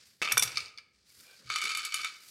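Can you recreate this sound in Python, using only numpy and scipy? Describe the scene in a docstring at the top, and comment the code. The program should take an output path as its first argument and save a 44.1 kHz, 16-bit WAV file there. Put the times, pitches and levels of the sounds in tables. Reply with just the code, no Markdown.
"""A wooden floor loom in a small room, heard from the weaver's bench over a faint room tone.
Yarn and cloth rustle (coloured noise), the frame thumps softly (low noise bursts) amid dull pitched thuds
(sines). A boat shuttle lands against the steel reed and skids along it (noise bursts ringing tuned modes), its
bobbin clacks, and it settles with light wooden taps. More rustling leads to the shuttle being drawn out along
the reed, whose wires tick and ring; yarn and cloth are left rustling."""
import sys
import numpy as np
from scipy import signal
from scipy.fft import rfft, irfft
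from scipy.io import wavfile
from scipy.ndimage import map_coordinates

SR = 44100
rng = np.random.default_rng(int(sys.argv[2]) if len(sys.argv) > 2 else 0)


def transcribe(u):
    """Save the signal u as a 16-bit wav file named by the first command-line argument.

    u: samples, shape (n,) or (channels, n), limited to [-1, 1]; the rate is SR.
    q: integer samples, one column per channel.
    """
    v = np.clip(np.atleast_2d(u).T, -1, 1)
    q = np.round(v * 32767).astype(np.int16)
    wavfile.write(sys.argv[1], SR, q)


N = 101430  # length in samples
ATTACK_S = 0.00051  # time constant of a struck sound's rise


def amp(db):
    """Decibels to gain."""
    return 10 ** (np.asarray(db) / 20)


def unit(x):
    """Scale to rms 1."""
    return x / np.sqrt(np.mean(x ** 2) + 1e-20)


def along(points, hz):
    """Read (Hz, value) points at hz, on a log frequency axis."""
    point_hz, value = np.transpose(points)
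    return np.interp(np.log(hz + 1), np.log(point_hz + 1), value)


def level(rows):
    """Gain per sample from (s, dB) points; -120 dB outside them unless they reach the scene's edge."""
    point_s, db = np.transpose(rows)
    before_db = db[0] if point_s[0] < .1 else -120
    after_db = db[-1] if point_s[-1] > 2.25 else -120
    return amp(np.interp(np.arange(N) / SR, point_s, db, left=before_db, right=after_db))


def swell(centre_s, width_s, db):
    """A smooth bell-shaped rise and fall, down to 1/e of its peak width_s either side of the centre."""
    return amp(db) * np.exp(-((np.arange(N) / SR - centre_s) / width_s) ** 2)


def coloured(x, spectrum):
    """Filter x by a (Hz, dB) curve, then scale to rms 1."""
    gain = amp(along(spectrum, np.fft.rfftfreq(len(x), 1 / SR)))
    return unit(irfft(rfft(x) * gain, len(x)))


def noise(spectrum, size):
    """Coloured noise of rms 1."""
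    return coloured(rng.standard_normal(size), spectrum)


def shelf(x, hz, db, kind):
    """'high' shifts the treble above hz by db; 'low' shifts the bass by 1.5 db and the treble by 0.5 db."""
    f = np.fft.rfftfreq(2 * len(x), 1 / SR)
    above = f ** 4 / (f ** 4 + hz ** 4)
    weight = above if kind == 'high' else 1.5 - above
    return irfft(rfft(x, 2 * len(x)) * amp(db * weight))[:len(x)]


def fade(t60, rise=ATTACK_S, hold=0):
    """Half a second of a quick rise, a hold and an exponential decay."""
    t = np.arange(SR // 2) / SR
    decay = amp(-60 * np.maximum(t - hold, 0) / t60)
    return decay * (1 - np.exp(-t / rise))


def ring(modes, stretch=1, hold=0, detune=0.023, scatter_db=2):
    """Struck modes as decaying sines, slightly retuned and rebalanced at each strike."""
    t = np.arange(SR // 2) / SR
    out = 0
    for hz, db, t60 in modes:
        gain = amp(db + scatter_db * rng.normal())
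        cycles = hz * (1 + detune * rng.normal()) * t + rng.random()
        out = out + gain * fade(t60 * stretch, hold=hold) * np.sin(2 * np.pi * cycles)
    return out / np.sqrt(sum(amp(db) ** 2 for _, db, _ in modes) / 2)


def add(track, start_s, x):
    """Mix x into the track at start_s."""
    part = track[round(start_s * SR):][:len(x)]
    part += x[:len(part)]


# colour of the room tone: [pitch_hz, level_db]
FLOOR_COLOUR = [(20, -27.5), (42, -13), (60, 5.5), (100, 1), (200, 1.5), (500, -7), (900, -17.5),
                (3000, -21.5), (10000, -35.5), (16000, -30)]


def room_tone(level_db=-78.5):
    """A steady, faint, mostly low noise."""
    return noise(FLOOR_COLOUR, N) * amp(level_db)


# rustle of warp threads and sleeve: [time_s, level_db]
RUSTLE_LEVEL = [(0, -60), (.1, -62.5), (.19, -72.5), (.45, -51.5), (.62, -48.5), (.74, -71), (.9, -83),
                (.96, -72.5), (1.02, -72), (1.11, -63.5), (1.22, -60.5), (1.3, -60), (1.4, -61.5),
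                (1.5, -63.5), (2.12, -56), (2.22, -58), (2.3, -57)]
# its colour: [pitch_hz, level_db]
RUSTLE_COLOUR = [(150, -8.5), (500, -9.5), (900, -12.5), (1500, -2), (2300, -1), (3200, -2.5), (4700, 6),
                 (6500, -2.5), (9000, -6), (13000, -26.5), (15500, -20.5)]
# thin hiss of the weft yarn being drawn taut: [time_s, level_db]
YARN_LEVEL = [(0, -91), (.07, -67), (.18, -76), (.3, -97), (1.03, -95), (1.09, -69), (1.22, -60.5),
              (1.33, -68), (1.45, -76), (2.1, -76), (2.22, -63), (2.3, -56)]
# its colour: [pitch_hz, level_db]
YARN_COLOUR = [(2000, -34), (5000, -7.5), (8000, -3.5), (10500, -3.5), (13500, -4), (15500, -15)]
# one thread brushing the reed: centre_s, width_s, level_db
BRUSH = (1.305, 0.056, -57)
# its colour, with reed-like peaks: [pitch_hz, level_db]
BRUSH_COLOUR = [(200, -26), (500, -4), (900, -13), (1250, -10), (1420, -11), (1550, 6.5), (1750, -20),
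                (2150, -27), (2350, 10.5), (2600, -6), (4000, -9), (4500, -17), (5200, -24), (12000, -33)]
# the sleeve swishing over the cloth: [centre_s, width_s, level_db]
SWISHES = [(1.22, 0.042, -69.5), (1.426, 0.034, -64), (1.66, 0.03, -57.5)]
# colour of the sleeve: [pitch_hz, level_db]
SLEEVE_COLOUR = [(100, -21), (200, -1), (350, -5), (520, -3.5), (800, -29), (1400, -5), (3000, -27),
                 (10000, -37)]


def rustle(grain_db=2.0, grains_per_s=160):
    """Rubbing threads are noise with a fine random flutter in level; sleeve swishes are smooth swells."""
    grain = map_coordinates(rng.standard_normal(N), [np.arange(N) / SR * grains_per_s], order=1)
    threads = noise(RUSTLE_COLOUR, N) * level(RUSTLE_LEVEL)
    threads += noise(YARN_COLOUR, N) * level(YARN_LEVEL)
    threads += noise(BRUSH_COLOUR, N) * swell(*BRUSH)
    swishes = noise(SLEEVE_COLOUR, N) * sum(swell(*row) for row in SWISHES)
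    return unit(amp(grain_db * grain)) * threads + swishes


# soft thumps of the wooden frame: [start_s, level_db, t60_s]
THUMPS = [(0.059, -76, .4), (.235, -62, 0.46), (0.332, -46, 0.35), (0.382, -56.5, 0.84), (.45, -56, .5),
          (0.524, -56.5, 0.47), (0.661, -67, 0.27), (1.161, -64.5, 0.27), (1.446, -57, 0.28),
          (1.75, -68, 0.43), (2.021, -71, 0.21)]
# colour of the thumps: [pitch_hz, level_db]
FRAME_COLOUR = [(25, -25.5), (45, -8.5), (60, 3), (90, 0.5), (130, 1), (175, -11), (260, -16), (480, -19),
                (800, -35.5), (2000, -60)]


def frame_thumps():
    """The heavy frame rumbles in low noise bursts."""
    out = np.zeros(N)
    for start_s, db, t60 in THUMPS:
        add(out, start_s, amp(db) * noise(FRAME_COLOUR, SR // 2) * fade(t60, rise=0.004))
    return out


# dull pitched thuds: the frame, a hand on the cloth (1.445 s), a low scuff (1.638 s):
# [start_s, pitch_hz, level_db, t60_s]
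THUDS = [(0.218, 164, -57.5, .3), (0.446, 120.9, -47.5, 0.31), (0.942, 59, -67, 0.55),
         (1.445, 128, -52.5, 0.31), (1.638, 390, -53, 0.089)]


def thuds():
    """Dull pitched thuds of the frame, a hand on the cloth and a low scuff, each one decaying sine."""
    out = np.zeros(N)
    t = np.arange(SR // 2) / SR
    for start_s, hz, db, t60 in THUDS:
        add(out, start_s, amp(db) * np.sin(2 * np.pi * hz * t) * fade(t60, rise=0.0022))
    return out


# modes of the steel reed, also rung by the knocks: [pitch_hz, level_db, t60_s]
REED_MODES = [(1241, -4, 0.077), (1298.2, -8, 0.13), (1543, -13, 0.054), (2138, -4, 0.039),
              (2257.5, 3, 0.061), (2386, -4.5, .14), (2604, -10.5, 0.11), (2950, -1.5, 0.036),
              (3019, -3, 0.044), (3586, 1.5, 0.032), (4493, -1, 0.034), (5650, -6.5, 0.033),
              (6670, -7.5, .03), (7720, -7.5, 0.033), (9820, -13.5, 0.042)]


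def reed_answer(force):
    """The reed's resonances, driven by a force; longer-ringing modes are narrower."""
    f = np.fft.rfftfreq(2 * N, 1 / SR)
    body = 0
    for k, (hz, db, t60) in enumerate(REED_MODES):
        width_hz = np.log(1000) / (np.pi * t60)
        damping = 1j * f * width_hz
        # alternate signs vary how neighbouring modes add
        body = body + (-1) ** k * amp(db) * t60 * damping / (hz * hz - f * f + damping)
    body = body / np.sqrt(np.mean(np.abs(body) ** 2))
    return irfft(rfft(force, 2 * N) * body)[:N]


WIRES_PER_S, WIRE_SCATTER_DB = 380, 2.5  # average rate of wire slips, spread of their strengths
SLIP_S = 0.00093  # time constant of a slip's energy


def scrape(effort, spectrum, wires_db, grit_db):
    """The shuttle slips over one wire after another; each slip is a tiny burst that rings the reed."""
    count = int(WIRES_PER_S * N / SR)
    energy = amp(WIRE_SCATTER_DB * rng.standard_normal(count)) ** 2
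    slips = np.bincount(rng.integers(0, N, count), energy, N)
    decaying = signal.lfilter([1], [1, -np.exp(-1 / (SLIP_S * SR))], slips)
    grit = unit(np.sqrt(np.abs(decaying)) * rng.standard_normal(N))
    dry_grit = amp(grit_db) * coloured(grit, spectrum) * effort
    return dry_grit + amp(wires_db) * reed_answer(grit * effort)


# how hard the shuttle scrapes as it is thrown in: [time_s, level_db]
THROW_EFFORT = [(.215, -80), (.222, -28), (.27, -33), (.305, -32.5), (.35, -47.5), (.44, -44.5),
                (.5, -52.5), (.55, -47.5), (.595, -48), (.64, -52), (.72, -66), (.8, -82)]
# colour of that scrape: [pitch_hz, level_db]
THROW_COLOUR = [(100, -29), (450, -6), (800, -11.5), (1500, -8.5), (2100, 0.5), (2650, 10), (3200, -6),
                (5200, -5.5), (7500, -16.5), (12000, -26.5), (15500, -32.5)]


def throw():
    """The thrown shuttle skids along the reed, its grit mixed above the ringing wires."""
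    return scrape(level(THROW_EFFORT), THROW_COLOUR, wires_db=-8.5, grit_db=-2)


# the shuttle knocks on the reed; bass_db is the shelf setting and t60_s the crack's decay:
# [start_s, level_db, treble_db, bass_db, t60_s]
KNOCKS = [(0.2168, -27, -9, 15, 0.024), (.2232, -32, 1, 5, .025), (0.2557, -24, -15.5, 1.5, 0.016),
          (0.2747, -19, -15.5, -50, .025), (0.3189, -21, -15, 12, .025), (0.3709, -18, -5.5, -3.5, 0.033),
          (0.4234, -22, 6.5, 5.5, 0.047), (0.4761, -30.5, -3, 1, 0.033), (0.5711, -23.5, -14, 0, 0.014),
          (0.5802, -32, -0.5, 1.5, 0.022), (.783, -38, -17.5, 0.5, 0.051), (1.5005, -22.5, -11.5, 2, 0.03),
          (1.5585, -17.5, -4.5, -7.5, 0.042), (1.5843, -31.5, 10, -8, 0.023),
          (1.605, -29.5, -17, -6, 0.017), (1.615, -27, 7, -17, 0.056), (1.621, -24.5, -4.5, -12, 0.019),
          (1.6385, -28.5, 3.5, 6.5, 0.031), (1.653, -23, 0, -5, .022), (1.671, -25, -20, 1, 0.021),
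          (1.679, -28.5, -0.5, -2, 0.018), (1.6963, -23, -1, -16, 0.025), (1.705, -25, -1, -12, 0.023),
          (1.7159, -26, -8, 0, 0.027), (1.7489, -22, 0.5, -14.5, 0.037), (1.772, -28.5, 13.5, -10, 0.037),
          (1.7932, -28.5, -2, -15, .02), (1.8185, -34.5, -3.5, 3.5, 0.022),
          (1.8496, -28.5, 10, -4.5, 0.042), (1.9222, -26.5, -2.5, -9, 0.021), (1.9419, -22, 14, -9, 0.026),
          (1.959, -39, 5.5, 4, 0.11), (1.991, -28, -29, -7, 0.019), (2.0008, -34, -7, 9, 0.024),
          (2.015, -34, 0.5, 3.5, 0.037), (2.033, -32.5, -4.5, -12, 0.019), (2.0456, -23, -3.5, 2.5, 0.0255),
          (2.056, -27.5, -10, -15, 0.066)]
# contact noise, shared with the taps: [pitch_hz, level_db]
CRACK_COLOUR = [(100, -18.5), (400, -18), (800, -21), (1300, 1.5), (2400, 1), (4500, 7), (7000, 3.5),
                (12000, -5), (15500, -21.5)]
# the shuttle bumps the wooden beater: [start_s, level_db]
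BUMPS = [(0.2174, -33), (0.3192, -32.5), (0.3717, -19.5), (0.4239, -35), (0.5734, -39), (1.501, -38),
         (1.9415, -45)]
# modes of the beater: [pitch_hz, level_db, t60_s]
BEATER_MODES = [(274.7, -23.5, 0.017), (390, -15, 0.024), (490.8, -13, 0.075), (745, -6, 0.011),
                (1026, -1.5, 0.015), (1395, 4, 0.029), (1965, 1, 0.016), (2370, -3, .012)]
TREBLE_HZ, BASS_HZ = 5500, 1170  # shelf corners
KNOCK_CRACK_DB, REED_DB = -4.5, -4  # mix of contact noise and reed ring


def knocks():
    """Wood meets the reed with a crack and the ring of the wires; bumps sound the wooden beater."""
    out = np.zeros(N)
    for start_s, db, treble_db, bass_db, t60 in KNOCKS:
        contact = shelf(noise(CRACK_COLOUR, SR // 2), BASS_HZ, bass_db, 'low')
        crack = amp(KNOCK_CRACK_DB) * contact * fade(t60)
        wires = amp(REED_DB) * ring(REED_MODES, detune=.011)
        add(out, start_s, amp(db) * shelf(crack + wires, TREBLE_HZ, treble_db, 'high'))
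    for start_s, db in BUMPS:
        add(out, start_s, amp(db) * ring(BEATER_MODES, hold=0.00052))
    return out


# the bobbin clacks on its spindle; noise_db lifts the crack alone, length_s scales all decays:
# [start_s, level_db, treble_db, noise_db, length_s]
CLACKS = [(0.3209, -24.5, 4, 1.5, 0.022), (.3771, -16, 2, -3.5, 0.015), (.3945, -18.5, -3, -8, 0.015),
          (.4235, -26, -7, 9, 0.022), (.4315, -24.5, 0.5, 1, 0.023)]
# contact noise of a clack: [pitch_hz, level_db]
CLACK_COLOUR = [(200, -17), (1200, -11), (3000, -7), (6000, -5.5), (11000, -3), (13000, -1.5), (15500, -22)]
# modes of bobbin and spindle: [pitch_hz, level_db, decay as a multiple of length_s]
BOBBIN_MODES = [(2347, -4, 0.86), (3496, -1.5, 1.6), (4930, -14, 1.1), (5534, -5, 2.1), (5694, 1.5, 1.7),
                (6055, -4.5, 1.8), (6460, -13.5, 0.9), (7850, -7, 1.3), (8720, -5.5, 1.1),
                (9260, -8.5, 1.9), (10700, -3, 0.7), (12140, -10.5, 0.77)]
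CLACK_CRACK_DB, BOBBIN_DB = -4.5, -1.5  # mix of contact noise and ring
CHATTER_S = 0.0036  # a clack sustains this long before it dies away


def bobbin():
    """The loose bobbin clacks on its spindle: bright noise and ringing modes, briefly held."""
    out = np.zeros(N)
    for start_s, db, treble_db, noise_db, length_s in CLACKS:
        contact = noise(CLACK_COLOUR, SR // 2) * fade(1.1 * length_s, hold=CHATTER_S)
        crack = amp(CLACK_CRACK_DB + noise_db) * contact
        body = amp(BOBBIN_DB) * ring(BOBBIN_MODES, length_s, CHATTER_S, detune=0.0065)
        add(out, start_s, amp(db) * shelf(crack + body, 7000, treble_db, 'high'))
    return out


# the shuttle's light wooden taps as it settles: [start_s, level_db]
TAPS = [(.519, -35.5), (.5575, -28), (0.5718, -18), (0.578, -21.5), (.604, -29.5), (0.6591, -37),
        (0.6817, -39.5), (.689, -46), (0.7756, -37), (0.7841, -37.5), (1.102, -49), (1.2, -47), (1.31, -51),
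        (1.365, -52), (1.472, -48), (1.492, -41)]
# modes of the shuttle's shell: [pitch_hz, level_db, t60_s]
SHELL_MODES = [(2330, -12, .05), (3686, -13.5, 0.029), (4376, -4, .018), (4674, -6.5, 0.027),
               (4860, -1, 0.011), (5410, -7.5, 0.012), (6250, -12, 0.02), (8800, -12, 0.0074)]


def taps(crack_db=-10.5):
    """The hollow shuttle rocks to rest: each tap rings its shell under a short contact noise."""
    out = np.zeros(N)
    for start_s, db in TAPS:
        shell = ring(SHELL_MODES)
        crack = amp(crack_db) * noise(CRACK_COLOUR, SR // 2) * fade(0.0082)
        add(out, start_s, amp(db) * (shell + crack))
    return out


# how hard the shuttle scrapes as it is drawn out: [time_s, level_db]
DRAW_EFFORT = [(1.42, -75), (1.495, -46.5), (1.52, -35.5), (1.6, -42), (1.69, -35), (1.74, -40.5),
               (1.81, -37), (1.9, -45), (1.97, -43), (2.07, -44.5), (2.11, -53), (2.2, -68)]
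# colour of that scrape: [pitch_hz, level_db]
DRAW_COLOUR = [(100, -26), (450, -10.5), (800, -44), (1250, 7), (1750, -1), (2400, -2.5), (4600, 6),
               (6000, -3.5), (9500, -12), (13000, -29), (15500, -29.5)]


def draw():
    """The shuttle is drawn out along the reed, its ringing wires mixed above the grit."""
    return scrape(level(DRAW_EFFORT), DRAW_COLOUR, wires_db=-2.0, grit_db=-4)


# decay of the room's tail: [pitch_hz, t60_s]
ROOM_DECAY = [(100, 0.98), (500, 0.88), (1300, 0.55), (2400, 0.53), (5000, 0.36), (9000, 0.31),
              (15000, 0.28)]
WALLS_T60_S = .06  # decay of the quick reflections
WALLS_DB, TAIL_DB = -12, -11  # before the wet level of each source


def echo(x, response, delay_s):
    """Delay x and spread it over a response of unit energy."""
    delayed = np.pad(x, (round(delay_s * SR), 0))
    return signal.fftconvolve(delayed, response / np.linalg.norm(response))[:N]


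def room(x, wet_db):
    """Quick reflections from the loom and floor, then the room's tail, whose treble dies first."""
    hz, t, z = signal.stft(rng.standard_normal(SR), SR, nperseg=256)
    decay = amp(-60 * t / along(ROOM_DECAY, hz)[:, None])
    tail = signal.istft(z * decay, SR, nperseg=256)[1]
    walls = rng.standard_normal(SR // 2) * fade(WALLS_T60_S, rise=0.011)
    wet = amp(WALLS_DB) * echo(x, walls, .003) + amp(TAIL_DB) * echo(x, tail, .009)
    return x + amp(wet_db) * wet


def scene():
    """The loom in its room, over a faint room tone; the shuttle is nearer and drier than the wide reed."""
    background = room_tone() + rustle() + frame_thumps() + thuds()
    reed = room(throw() + knocks() + draw(), wet_db=0.0)
    shuttle = room(bobbin(), wet_db=-3.5) + room(taps(), wet_db=-2.5)
    return (background + reed + shuttle)[None]


LOW_CUT_HZ, TOP_HZ = 58, 15900  # half gain in the bass, band limit


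def record(dry):
    """The microphone drops the deepest bass; nothing is kept above the band limit."""
    f = np.fft.rfftfreq(2 * N, 1 / SR)
    low_cut = f ** 5 / (f ** 5 + LOW_CUT_HZ ** 5)
    return irfft(rfft(dry, 2 * N) * low_cut * (f < TOP_HZ))[..., :N]


dry = scene()
out = record(dry)
transcribe(out)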